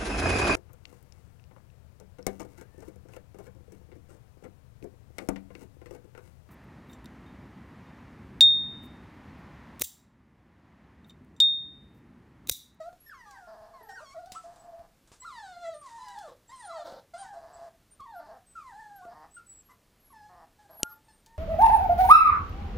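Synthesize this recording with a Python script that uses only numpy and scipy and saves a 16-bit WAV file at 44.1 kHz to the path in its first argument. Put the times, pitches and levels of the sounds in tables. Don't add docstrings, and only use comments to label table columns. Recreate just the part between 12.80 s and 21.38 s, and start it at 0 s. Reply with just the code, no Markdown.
import sys
import numpy as np
from scipy import signal
from scipy.fft import rfft, irfft, next_fast_len
from scipy.io import wavfile
from scipy.ndimage import uniform_filter1d, map_coordinates

SR = 44100
rng = np.random.default_rng(int(sys.argv[2]) if len(sys.argv) > 2 else 0)


def unload_audio(sound):
    columns = np.transpose(np.atleast_2d(sound))
    steps = np.round(np.clip(columns, -1, 1) * 32767)
    wavfile.write(sys.argv[1], SR, steps.astype(np.int16))


N = 378367

# frequency in Hz, relative level in dB per Hz.
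RUSHING_AIR = [(400, -9), (1200, 1), (2300, -7.5), (4300, -5), (7800, -2.5), (10500, -11), (15000, -100)]


def amp(db):
    return 10 ** (np.asarray(db) / 20)


def unit(x):
    return x / np.sqrt(np.mean(x ** 2) + 1e-20)


def along(points, hz):
    point_hz, values = np.transpose(points)
    return np.interp(np.log(hz + 1), np.log(point_hz + 1), values)


def filtered(x, response):
    size = next_fast_len(len(x) + SR // 4)
    hz = np.fft.rfftfreq(size, 1 / SR)
    return irfft(rfft(x, size) * response(hz), size)[:len(x)]


def noise(spectrum):
    return unit(filtered(rng.standard_normal(N), lambda hz: amp(along(spectrum, hz))))


def wobble(n, rate):
    knots = rng.standard_normal(int(n * rate / SR) + 4)
    return map_coordinates(knots, [np.arange(n) * rate / SR])


def call(rows, fade, release=None):
    times, *columns = np.transpose(rows)
    at = np.arange(round(times[0] * SR), min(round(times[-1] * SR), N))
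    rise = (at - at[0]) / fade
    fall = (at[-1] - at) / (release or fade)
    window = np.clip(np.minimum(rise, fall) / SR, 0, 1)
    return at, window, [np.interp(at / SR, times, column) for column in columns]


def cries():
    # time in seconds, pitch in Hz, fundamental level in dB.
    whines = [ ((3, -5.5, -28, 4600), [(0.0, 650, -38), (0.025, 627.5, -50.5), (0.085, 696, -40),
              (0.103, 754, -66)]), ((8.5, -1, -21, 5203), [(0.455, 1253, -60.5), (0.489, 1150, -55),
              (0.515, 1145, -58), (0.583, 847, -58), (0.615, 723, -54), (0.7, 681, -60.5)]),
              ((12, 4.5, -40, 5300), [(0.26, 1836, -59), (0.28, 1776, -53.5), (0.292, 1772, -59),
              (0.298, 1730, -41.5), (0.305, 1663, -61), (0.317, 1567, -47.5), (0.345, 1098, -53.5),
              (0.43, 921, -61), (0.485, 816, -61.5), (0.6, 774, -58.5)]), ((16, 7.5, -17, 5000),
              [(1.145, 1670, -77), (1.16, 1644, -45), (1.186, 1435, -44.5), (1.214, 1282, -62),
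              (1.26, 1115, -56), (1.32, 1086, -57.5), (1.342, 1164, -49)]), ((-6.5, -7.5, -27.5, 4504),
              [(1.343, 718, -46.5), (1.37, 637, -43), (1.4, 726, -46), (1.44, 672.5, -53), (1.48, 755, -48),
              (1.57, 718, -59)]), ((-8, -20, -14, 4503), [(1.545, 910, -51.5), (1.563, 1307, -42),
              (1.58, 1340, -43), (1.605, 1326, -64)]), ((-33, -28, -44, 4500), [(1.637, 682, -49),
              (1.74, 695, -55.5), (1.8, 707, -65), (1.89, 693.5, -49.5), (1.915, 673, -58),
              (1.94, 675, -46), (2.015, 688, -51), (2.03, 702, -74)]), ((4, 4.5, -23, 3903),
              [(2.418, 1037, -55.5), (2.44, 987, -51.5), (2.455, 1410, -41), (2.5, 1222, -46.5),
              (2.53, 1008, -51), (2.672, 745, -48), (2.712, 735, -42.5), (2.745, 699, -54.5),
              (2.77, 693.5, -43), (2.8, 703, -57.5), (2.84, 687, -43), (2.893, 663, -36), (2.915, 649, -62),
              (2.958, 601.5, -41), (3.01, 596, -78)]), ((2.5, -8, -20.5, 4000), [(3.01, 1190, -55),
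              (3.045, 1126, -43), (3.09, 957, -54), (3.2, 900, -50.5), (3.34, 790, -56.5),
              (3.39, 835, -49.5), (3.425, 775, -46.5), (3.455, 626.3, -46.5), (3.505, 536, -49)]),
              ((-1, 2.5, -36, 3902), [(3.175, 1235, -64), (3.184, 1015, -48.5), (3.33, 989, -49.5),
              (3.375, 855, -49.5), (3.47, 880, -57.5)]), ((2, 4.5, -19.5, 4000), [(3.69, 900, -54),
              (3.74, 1087, -50.5), (3.79, 1002, -52), (3.9, 670, -49), (3.955, 654, -46.5), (4.0, 608, -46),
              (4.03, 586, -47), (4.045, 558, -62)]), ((0, -15, -51, 4198), [(3.86, 1438, -68),
              (3.9, 1372, -43.5), (3.935, 1032, -49), (3.975, 890, -52.5), (4.0, 682, -42),
              (4.035, 687, -43)]), ((-0.5, 2.5, -16, 4200), [(4.335, 696, -47), (4.355, 679, -43.5),
              (4.39, 802, -54), (4.425, 763, -41), (4.46, 728, -54.5), (4.5, 810, -61)]),
              ((-32, -5, -20, 4500), [(4.53, 725, -61), (4.575, 675.3, -44.5), (4.625, 680.5, -68),
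              (4.66, 674.3, -53.5), (4.71, 689, -64), (4.795, 685.3, -51), (4.814, 669, -57),
              (4.838, 687, -48), (4.89, 670, -55.5)]), ((-0.5, -8.5, -47, 3800), [(5.195, 1240, -47.5),
              (5.215, 1088, -45), (5.245, 1143, -46), (5.27, 941, -54.5), (5.33, 844, -52),
              (5.36, 716.5, -43.5), (5.41, 652, -48.5)]), ((3.5, -11.5, -24, 4000), [(5.752, 1405, -46.5),
              (5.79, 1285, -44), (5.805, 1213, -51.5), (5.89, 966, -52), (5.935, 787, -52),
              (6.005, 883, -50.5), (6.12, 815.6, -55.5), (6.178, 785, -55), (6.2, 756.5, -48.5),
              (6.275, 694, -54.5)]), ((2.5, -2.5, -37, 5200), [(7.3, 1154, -61), (7.325, 1058, -61),
              (7.335, 901, -55.5), (7.425, 833, -57.5), (7.5, 842, -54)]), ]
    # start in seconds, length in seconds, first Hz, last Hz, bend (under 1 the glide
    # comes early), first dB, last dB, then octave, higher overtones and hiss in dB as above.
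    yips = [ (0.935, 0.15, 1128, 786, 1.2, -56, -67, 6, -5, -30),
            (1.006, 0.17, 439, 448, 3.6, -59, -59, -1, -12, -43),
            (1.086, 0.075, 1870, 1850, 0.79, -51, -49, -8, 3, -30),
            (1.088, 0.045, 803, 729, 1.4, -47.5, -47, 0, -1, -20),
            (1.178, 0.033, 900, 1290, 2.6, -55, -55, -4, -20, -48),
            (1.203, 0.04, 548, 690, 0.93, -50, -57, -4, -18, -18.5),
            (4.051, 0.09, 622, 756, 0.6, -45.5, -54, -17, -14, -19),
            (4.421, 0.13, 1152, 767, 0.56, -55.5, -49, 2, -6, -26),
            (6.261, 0.08, 687, 717, 2.2, -47, -58, -7, -20, -47),
            (6.219, 0.034, 1093, 1230, 1.8, -57, -60, -10, -24, -54),
            (6.565, 0.047, 1433, 1260, 1.46, -47.5, -64, 9, -19, -20),
            (6.894, 0.033, 1007, 1046, 1.7, -63.5, -55.5, 13, -15, -17),
            (7.786, 0.086, 853, 797, 1.7, -62.5, -67.5, 4.5, -21, -14.5),
            (7.992, 0.26, 850, 875, 0.62, -56, -70, -8, -21, -27),
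            (8.025, 0.12, 1391, 1416, 1.1, -45, -67.5, -26, -16, -46.5),
            (8.089, 0.048, 1397, 1063, 1.1, -58, -64, -10, 4, -30),
            (8.28, 0.048, 898, 850, 1.04, -58.5, -82, 6, 11, -29),
            (8.464, 0.12, 873, 925, 0.46, -60.5, -72, 3.5, -24, -34), ]
    # frequency in Hz, level in dB.
    mouth = [(400, -6), (670, 0), (900, -6), (1400, -12), (2000, -20), (2300, -37), (2750, -32),
             (3400, -32), (4300, -32), (5400, -34), (8000, -36), (11000, -52)]
    attack_s, release_s = .006, .005
    effort_s = .07
    tight_above_hz = 960
    octave_loss, higher_loss, hiss_loss = 24, 8, 22
    bright_height_db, bright_octaves = 9, .3
    glide_loss_db = .6

    out, hiss = np.zeros(N), noise(RUSHING_AIR)
    for (octave_db, higher_db, hiss_db, bright_hz), rows in whines + [glide(*yip) for yip in yips]:
        at, window, (hz, db) = call(rows, fade=attack_s, release=release_s)
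        n = len(at)
        turn = 2 * np.pi * np.cumsum(hz * (1 + .011 * wobble(n, 55))) / SR

        smooth_db = uniform_filter1d(db, size=round(effort_s * SR), mode='nearest')
        effort_db = smooth_db - along(mouth, hz)

        tight = np.maximum(np.log2(hz / tight_above_hz), 0)
        octave_db = octave_db - octave_loss * tight
        higher_db = higher_db - higher_loss * tight
        hiss_db = hiss_db - hiss_loss * tight
        glide_speed = np.abs(np.gradient(np.log2(hz))) * SR
        higher_db = higher_db - glide_loss_db * uniform_filter1d(glide_speed, size=SR // 50)

        tone = amp(db) * np.sin(turn)
        for k in range(2, 13):
            bright_db = bright_height_db * np.exp(-(np.log2(k * hz / bright_hz) / bright_octaves) ** 2)
            voicing_db = octave_db if k == 2 else higher_db
            overtone_db = effort_db + voicing_db + along(mouth, k * hz) + bright_db
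            flicker_db = 3 if k == 2 else 4
            strength = amp(overtone_db + flicker_db * wobble(n, 32))
            phase = k * turn + .045 * flicker_db ** 2 * wobble(n, 120)
            tone += strength * np.sin(phase)
        voice = np.sqrt(2) * tone * amp(1.5 * wobble(n, 44))
        breath = amp(effort_db + hiss_db) * hiss[at]
        out[at] += window * (voice + breath)
    return out


def glide(start, length, first_hz, last_hz, bend, first_db, last_db, *voicing):
    bright_hz = 4900
    hold = 1.9
    u = np.linspace(0, 1, num=24)
    hz = first_hz * (last_hz / first_hz) ** u ** bend
    db = first_db + (last_db - first_db) * u ** hold
    return (*voicing, bright_hz), np.transpose([start + length * u, hz, db])


def groans():
    # start in seconds, length in seconds, first and last pulses per second, first and last level
    # in dB, mean unevenness (0 to 1), factor on the throat's frequencies, nasal ring lift in dB.
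    creaks = [ (0.666, 0.37, 219, 208, -51, -59.5, 0.33, 1.014, 0),
              (1.644, 0.43, 146, 156, -57.5, -61, 0.3, 1.04, 0.5),
              (3.471, 0.079, 174, 137, -51, -60, 0.61, 0.77, -1),
              (4.04, 0.17, 325, 230, -46, -54, 0.72, 0.828, -1.5),
              (4.525, 0.37, 144, 139, -55, -54, 0.31, 1.01, 0),
              (5.39, 0.087, 303, 290, -54.5, -52.5, 0.24, 0.95, -8),
              (5.456, 0.084, 194, 240, -50.5, -53, 0.31, 0.99, -0.5),
              (5.521, 0.065, 270, 247, -51.5, -55, 0.19, 1.06, 3.5),
              (6.268, 0.08, 225, 225, -61, -50.5, 0.3, 1.03, -6),
              (6.342, 0.128, 154, 152, -54, -54, 0.14, 1.1, -4.5),
              (7.486, 0.17, 185, 160, -59, -54.5, 0.08, 1.09, -3.5),
              (6.883, 0.072, 200, 200, -57, -74, 0.57, 1.72, 5),
              (7.887, 0.092, 160, 213, -54.5, -61, 0.34, 0.97, -2),
              (7.991, 0.023, 260, 206, -45, -52, 0.28, 0.93, -2), ]
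    # frequency in Hz before the groan's factor, width in Hz, level in dB before any lift.
    resonances = [(663, 58, 4), (832, 333, -6.5), (1098, 247, -6), (1670, 150, -10), (4660, 1110, -22),
                  (268, 650, -22)]
    fray = .89
    gap_hz, gap_width_hz = 2550, 1500
    puff = .08
    rasp_db = 14

    def gap(f):
        left = gap_hz ** 2 - f * f
        return left / (left + 1j * f * gap_width_hz)

    out = np.zeros(N)
    for start, length, first_rate, last_rate, first_db, last_db, mean_uneven, scale, nasal_db in creaks:
        ends = [(start, first_rate, first_db, mean_uneven * (1 - fray / 2)),
                (start + length, last_rate, last_db, mean_uneven * (1 + fray / 2))]
        at, window, (rate, db, uneven) = call(ends, fade=.012)
        n = len(at)
        lift_db = [nasal_db, 0, 0, 0, rasp_db * mean_uneven, 0]

        def throat(f):
            total = 0
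            for k, (centre, width, level) in enumerate(resonances):
                ring = 1j * f * width / ((scale * centre) ** 2 - f * f + 1j * f * width)
                total = total + (-1) ** k * amp(level + lift_db[k]) * ring
            return total

        cycles = np.maximum.accumulate(np.cumsum(rate / SR) + .22 * uneven * wobble(n, 120))
        pulses = np.diff(np.floor(cycles), prepend=0) * amp(2.5 * uneven * rng.standard_normal(n))
        shut = uniform_filter1d(pulses, size=13)
        puffs = (1 + np.cos(2 * np.pi * cycles)) * np.diff(rng.standard_normal(n + 1))
        snaps = shut + puff * mean_uneven * uniform_filter1d(puffs, size=5)
        voice = unit(filtered(snaps, lambda f: throat(f) * gap(f)))
        out[at] += window * amp(db + 1.3 * wobble(n, 35)) * voice
    return out


def whistles():
    # start in seconds, end in seconds, first Hz, last Hz, mean level in dB.
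    nose_notes = [(0.201, 0.295, 11220, 11500, -63.5), (1.027, 1.1, 11200, 12300, -65.5),
                  (1.526, 1.613, 7670, 8150, -67), (1.794, 1.857, 7900, 7690, -68),
                  (2.399, 2.436, 7780, 7780, -56.5), (2.939, 3.023, 8800, 8860, -59.5),
                  (3.676, 3.717, 7650, 7440, -64), (3.756, 3.882, 8550, 9300, -57),
                  (4.377, 4.43, 8800, 9030, -57), (4.729, 4.762, 7860, 7680, -65),
                  (5.106, 5.142, 8800, 9120, -61), (5.357, 5.401, 11800, 11470, -63.5),
                  (5.664, 5.757, 8280, 7900, -63), (6.158, 6.19, 11500, 11500, -62),
                  (6.508, 6.583, 7700, 8540, -62), (6.663, 6.817, 7940, 7590, -55.5),
                  (6.839, 6.96, 11600, 11570, -71), (7.197, 7.335, 11500, 11200, -65.5),
                  (7.904, 8.045, 11550, 11220, -56.5), (8.029, 8.148, 11300, 11770, -61.5),
                  (8.243, 8.449, 8570, 8880, -76)]
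    out = np.zeros(N)
    for start, end, first_hz, last_hz, db in nose_notes:
        at, window, (hz,) = call([(start, first_hz), (end, last_hz)], fade=.006)
        turn = 2 * np.pi * np.cumsum(hz * (1 + .0038 * wobble(len(at), 67))) / SR
        tone = np.sin(turn) + amp(-28) * (hz < SR / 4) * np.sin(2 * turn)
        out[at] += window * np.sqrt(2) * amp(db + 4.5 * wobble(len(at), 40)) * tone
    return out


def claws():
    # time in seconds, relative tick level in dB, relative thud level in dB.
    steps = [(0.129, -64, -62.5), (0.4696, -72, -60), (0.51, -52.5, -70), (1.459, -55.5, -64),
             (1.52, -37.5, -56.5), (1.994, -70, -57), (2.3174, -67, -57.5), (3.284, -48, -78),
             (3.3871, -48.5, -64), (4.1236, -68, -51.5), (5.204, -58, -62), (6.252, -79, -54.5),
             (8.4615, -50.5, -82)]
    out, t = np.zeros(N + SR), np.arange(SR // 20) / SR

    def nail(f):
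        return (1j * f * 6000 / (5000 ** 2 - f * f + 1j * f * 6000)) ** 2

    for s, tick_db, thud_db in steps:
        tick = rng.standard_normal(len(t)) * amp(tick_db + 5.5 - 60 * t / .033)
        dull = uniform_filter1d(rng.standard_normal(len(t)), size=40)
        thud = uniform_filter1d(dull * amp(thud_db + 26 - 60 * t / .016), size=8)
        out[round(s * SR):][:len(t)] += filtered(tick, nail) + thud
    return out[:N]


def click():
    # time in seconds, level in dB.
    moments = [(8.0322, -3)]
    # frequency in Hz, relative level in dB, time to fall 60 dB in seconds.
    shell = [(265, -15, 0.0072), (2950, -15.5, 0.0076), (4450, -17, 0.003), (5760, -18.5, 0.0095),
             (7030, -7.5, 0.0022), (8800, -12, 0.0023), (11500, -22, 0.0025), (14670, -32, .002)]
    out, t = np.zeros(N), np.arange(-SR // 500, SR // 20) / SR
    for s, db in moments:
        ring = np.zeros(len(t))
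        for hz, level, t60 in shell:
            swing = np.sign(1000 - hz) * np.cos(2 * np.pi * hz * t)
            ring += swing * amp(level - 60 * np.maximum(t, 0) / t60)
        build_up = np.exp(np.minimum(t, 0) / .0002)
        out[round((s + t[0]) * SR):][:len(t)] += amp(db) * ring * build_up
    return filtered(out, lambda f: 1j * f / (1j * f + 70))


def stairwell(x):
    # frequency in Hz, time to fall 60 dB in seconds.
    dying_times = [(300, 0.21), (1500, 0.25), (8000, 0.12)]
    hz, t, z = signal.stft(rng.standard_normal(SR // 2), SR, nperseg=256)
    decay = amp(-60 * t / along(dying_times, hz)[:, None])
    tail = signal.istft(z * decay, SR, nperseg=256)[1]
    late = np.pad(x, (200, 0))
    return signal.fftconvolve(late, tail / np.linalg.norm(tail))[:N]


def background():
    # frequency in Hz, relative level in dB per Hz.
    room_hiss = [(12, -47), (20, 2.5), (161, -6), (438, -12.5), (1130, -18.5), (15400, -30)]
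    # start in seconds, first level in dB before the patchiness, time to fall 60 dB in seconds.
    shuffles = [(1.518, -57, 0.84), (1.759, -63.5, 0.28), (2.275, -62.5, 0.19), (2.318, -58.5, 0.34),
                (3.06, -60.5, 1), (3.282, -61.5, 0.53)]
    t = np.arange(N) / SR
    scuffs = sum((t > s) * amp(db - 60 * np.abs(t - s) / t60) for s, db, t60 in shuffles)
    patches = amp(1.6 * wobble(N, 38.95))
    steady = amp(-65.5) * noise(room_hiss + [(15500, -120)])
    return steady + scuffs * patches * noise(RUSHING_AIR)


def scene():
    pups = cries() + groans() + whistles() + claws()
    mono = pups + amp(-7) * stairwell(pups) + click() + background()
    return np.array([mono, mono])


def record(dry):
    top_hz = 16790
    return np.array([filtered(x, lambda hz: hz < top_hz) for x in dry])


dry = scene()
out = record(dry)
unload_audio(out)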